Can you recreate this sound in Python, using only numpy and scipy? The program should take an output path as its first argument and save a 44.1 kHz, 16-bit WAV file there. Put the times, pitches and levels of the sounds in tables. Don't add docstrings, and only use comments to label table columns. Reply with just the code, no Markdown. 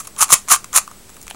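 import sys
import numpy as np
from scipy import signal
from scipy.fft import rfft, irfft
from scipy.io import wavfile

SR = 44100
rng = np.random.default_rng(int(sys.argv[2]) if len(sys.argv) > 2 else 0)


def to_wav(sig):
    pcm = np.clip(np.atleast_2d(sig), -1, 1) * 32767
    pcm = np.round(pcm).astype(np.int16)
    wavfile.write(sys.argv[1], SR, pcm.T)


N = 59535

# (pitch [Hz], relative level [dB], time to fade by 60 dB [s])
THUD_MODES = [(683, 3.5, 0.0073), (825, -2.5, 0.0078)]
KNOCK_MODES = [(1050, -0.5, 0.0091), (1112, -1.5, 0.017), (1211, -1.5, 0.024), (1312, -7, 0.019),
               (1474, -12, 0.026)]
MIDDLE_MODES = [(2295, -1.1, 0.0052), (2700, -0.72, 0.0051), (3270, -3, 0.0053), (4060, -1.9, 0.0044)]
SHELL_MODES = [(5650, -0.61, 0.0032), (6280, 1.1, 0.0053), (6835, -0.018, 0.0083), (7468, 2.3, 0.0063)]
TOP_MODES = [(8785, -1, 0.0036), (9550, -5.5, 0.0093), (10020, -2.5, 0.0071), (11130, -4, 0.0025),
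             (12170, -8, 0.0044), (12900, -9, 0.00087)]


def from_db(db):
    return 10 ** (np.asarray(db) / 20)


def rms_one(x):
    return x / np.sqrt(np.mean(x ** 2) + 1e-20)


def filtered(x, order, cutoff_hz, kind="low"):
    return signal.sosfilt(signal.butter(order, cutoff_hz, kind, fs=SR, output="sos"), x)


def shaped_noise(spectrum):
    return rms_one(irfft(rfft(rng.standard_normal(N)) * spectrum, N))


def ring(clicks, hz, t60):
    decay = from_db(-60 / (t60 * SR))
    angle = 2 * np.pi * hz / SR
    feedback = [1, -2 * decay * np.cos(angle), decay * decay]
    return signal.lfilter([0, np.sin(angle)], feedback, clicks + 1e-18)


def strike(clicks, modes, spread_db=3):
    out = np.zeros(N)
    for hz, db, t60 in modes:
        strength = from_db(db + spread_db * rng.standard_normal(N))
        sign = rng.choice([-1, 1], N)
        out += ring(clicks * strength * sign, hz, t60)
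    return out


def turn_gain(column):
    turn_levels = [
        [(0, -26, -29), (.014, -37, -39), (.03, -48, -77), (.05, -40, -51)],
        [(.168, -55, -36), (.18, -37, -38.5), (.186, -22, -29.5), (.203, -24.5, -28), (.207, -10.5, -14.5),
         (.214, -14, -18.5), (.23, -9, -16), (.245, -20.5, -24), (.262, -69, -82)],
        [(.285, -56, -41), (.3, -25, -30), (.304, -19, -19.5), (.315, -12, -27.5), (.3235, -22.5, -19),
         (.325, 1.5, -7.5), (.342, -1.5, -21), (.3445, -17, -24.5), (.36, -30, -31)],
        [(.482, -46, -46), (.49, -32, -36), (.499, -17, -27.5), (.503, -15, -15.5), (.518, -4, -14),
         (.528, -13, -30), (.536, -11.5, -20), (.548, -14.5, -34), (.562, -22.5, -33), (.58, -64, -49)],
        [(.726, -47, -42), (.737, -30.5, -24), (.75, -16.5, -25.5), (.764, -10, -16), (.784, -14.5, -26.5),
         (.79, -17.5, -37), (.81, -56, -60)],
    ]
    fade_s = 0.0013
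    t = np.arange(N) / SR
    out = np.zeros(N)
    for rows in turn_levels:
        times = np.array(rows)[:, 0]
        levels_db = np.array(rows)[:, column]
        inside_s = np.minimum(t - times[0], times[-1] - t)
        fade = np.clip(1 + inside_s / fade_s, 0, 1)
        out += from_db(np.interp(t, times, levels_db)) * fade
    return out


def rattle():
    contacts_per_s, contact_spread_db = 4000, 2.5
    middle_db, shell_db, top_db, crack_db = -13.5, -5, -2.5, -24
    thud_db = -14
    sizes = from_db(contact_spread_db * np.minimum(rng.exponential(1, N), 4))
    contacts = sizes * (rng.random(N) < contacts_per_s / SR)

    bright = from_db(middle_db) * rms_one(strike(contacts, MIDDLE_MODES))
    bright += from_db(shell_db) * rms_one(strike(contacts, SHELL_MODES))
    bright += from_db(top_db) * rms_one(strike(contacts, TOP_MODES))
    bright += from_db(crack_db) * rms_one(contacts * rng.standard_normal(N))

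    hollow = rms_one(strike(contacts, KNOCK_MODES))
    hollow += from_db(thud_db) * rms_one(strike(contacts, THUD_MODES))
    return turn_gain(column=1) * bright + turn_gain(column=2) * hollow


def floor():
    # (frequency [Hz], relative level per Hz [dB])
    noise_levels = [(15, -23), (25, 0.5), (359, -8), (804, -13.5), (1750, -17), (2120, -16.5), (2850, -19),
                    (6920, -18), (7710, -14.5), (8350, -15), (15500, -25.5)]
    # (pitch [Hz], RMS level [dB], distance from the pitch to half height [Hz])
    whine_lines = [(200, -58, 14), (7870, -59, 12), (15735, -61, 12)]
    noise_db = -44.5
    grid = np.fft.rfftfreq(N, 1 / SR) + 1
    hz, db = np.transpose(noise_levels)
    spectrum = from_db(np.interp(np.log(grid), np.log(hz), db))
    out = from_db(noise_db) * shaped_noise(spectrum)
    for line_hz, level_db, width_hz in whine_lines:
        peak = 1 / (1 + ((grid - line_hz) / width_hz) ** 2)
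        out += from_db(level_db) * shaped_noise(peak)
    return out


def room(x):
    t60_s, level_db, cutoff_hz, delay_s = 0.16, -17, 8000, 0.0052
    t = np.arange(SR // 2) / SR
    tail = rng.standard_normal(len(t)) * from_db(-60 * t / t60_s) * (t > delay_s)
    tail = filtered(tail, 2, cutoff_hz)
    tail /= np.sqrt(np.sum(tail ** 2))
    return from_db(level_db) * signal.fftconvolve(x, tail)[:N]


def ticks():
    # (time [s], strength [dB], thud [dB], knock [dB],
    # middle [dB], top [dB], rise time [ms]); the four colours are relative,
    # and the group levels below are added to them
    tick_rows = [ (0.048, -29.5, -6, -5.5, 5, 0.5, 3.9), (0.0704, -19, -18, -2, -7.5, -1, 2.3),
                 (0.1633, -22, -13, -7, -5, -14, 0.52), (0.189, -20, -10, -24, -4, 3, 0.27),
                 (0.2135, 4, -24, -22, -35, -6.5, 1.6), (0.2243, 1.5, -39, -0.5, -5.5, -5, 0.76),
                 (0.23, -1, -29, -6.5, -18, -5, 0.35), (0.2807, -22.5, -16, -3, 0, -4, 1.2),
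                 (0.29, -16, -25, -6, -1, -10, 1.3), (0.303, -11.5, -2, -19, -5, -13, 1.1),
                 (0.32, 3, -43, -30, -20, -6.5, 0.46), (0.3379, -3, -13, -1, -16, -18, 0.67),
                 (0.4775, -21, -17, 1, -2, -15, 0.72), (0.4848, -13, -28, -1, -2, -7, 0.6),
                 (0.49, -8.5, -32, -24, -16, -15, 0.49), (0.5006, -10, -44, -29, -2.5, -12, 1.1),
                 (0.514, 3, -43, 2.5, -7.5, -5, 3.1), (0.5229, 0.5, -27, -15, -33, 3.5, 1.07),
                 (0.531, -1, -23, 4.5, -8, -7, 1.6), (0.5354, -9, -28, 6.5, -14, -12, 1.4),
                 (0.5435, -4, -28, 0.5, 0, -10, 1.1), (0.5608, -18, -24, 4, -1, 1, 0.44),
                 (0.6421, -18, -28, -2.5, -2.5, -6.5, 1.24), (0.729, -13, -15, -10, -6.5, -7.5, 0.94),
                 (0.74, -12, -28, -5, -17, -8, 0.35), (0.76, 3, -33, -16, -8, 0.5, 1.4),
                 (0.7658, -1.5, -34, -2, -24, 0.5, 0.41), (0.775, 3, -21, -2.5, -3, -2, 0.61),
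                 (0.7817, -6, -8, -5, -2, 1.5, 1.3), (0.8765, -28.5, -10, 7, 1, -1, 0.6),
                 (0.913, -30, 3, 7, -5, -8, 0.6), (1.0932, -28, -11, -4.5, -6.5, -8.5, 0.43),
                 (1.0998, -31, -21, 3.5, -6.5, -8, 0.92), (1.1431, -35, -28, -5, -21, -2, 0.65),
                 (1.166, -31.5, -25, 0, 2.5, -1, 0.91), (1.2142, -22.5, -39, -42, -20, -10, 0.43),
                 (1.2274, -24, -29, -38, -28, -4.5, 0.34), (1.2305, -29, -25, -35, -30, -5, 1.8),
                 (1.267, -26, -4.5, -5, 1, -4, 0.68), (1.2799, -18, -24, -17, -3.5, -10, 0.23),
                 (1.298, -26, -9, -14, 8, 4, 3.4), (1.3096, -24, 10.5, -29, 9.5, -13, 0.35),
                 (1.3454, -32, 0, 6.5, 5, -20, 0.63)]
    shell_db, thud_db, knock_db, middle_db, top_db = -7.5, -0.5, -6.5, -7.5, 0
    contacts_per_s, spread_db = 12000, 1
    contacts = rng.random(N + SR) < contacts_per_s / SR
    force = np.zeros((5, N + SR))
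    t = np.arange(SR // 20) / SR
    for start_s, strength_db, thud, knock, middle, top, rise_ms in tick_rows:
        start = int(start_s * SR)
        span = slice(start, start + len(t))
        u = t / (rise_ms / 1000)
        swell = u * np.exp(1 - u) * contacts[span]
        swell = swell / np.sqrt(np.sum(swell ** 2) + 1e-9)
        mix_db = np.array([shell_db, thud + thud_db, knock + knock_db, middle + middle_db, top + top_db])
        force[:, span] += from_db(strength_db + mix_db)[:, None] * swell
    groups = SHELL_MODES, THUD_MODES, KNOCK_MODES, MIDDLE_MODES, TOP_MODES
    return sum(strike(f[:N], modes, spread_db) for f, modes in zip(force, groups))


def thumps():
    # (time [s], level before softening [dB], pitch [Hz], time to fade by 60 dB [s])
    thump_rows = [(0.209, -37.5, 166, 0.12), (0.323, -16, 141, 0.051), (0.335, -29, 139, 0.02),
                  (1.24, -36.5, 38, 0.24), (1.345, -28, 268, 0.031)]
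    out = np.zeros(N)
    for start_s, db, hz, t60 in thump_rows:
        click = np.arange(N) == int(start_s * SR)
        out += ring(from_db(db) * click, hz, t60)
    return filtered(out, 2, 305)


def scene():
    small_body_hz = 880
    cube = filtered(rattle() + ticks(), 3, small_body_hz, "high")
    return (cube + room(cube) + thumps() + floor())[None]


def record(dry):
    overload, offset, cutoff_hz = 1.0, -0.0037, 15820
    clipped = np.clip(dry, -overload, overload) + offset
    top_cut = signal.ellip(12, 0.5, 70, cutoff_hz, fs=SR, output="sos")
    return np.clip(signal.sosfilt(top_cut, clipped), -1, 1)


dry = scene()
out = record(dry)
to_wav(out)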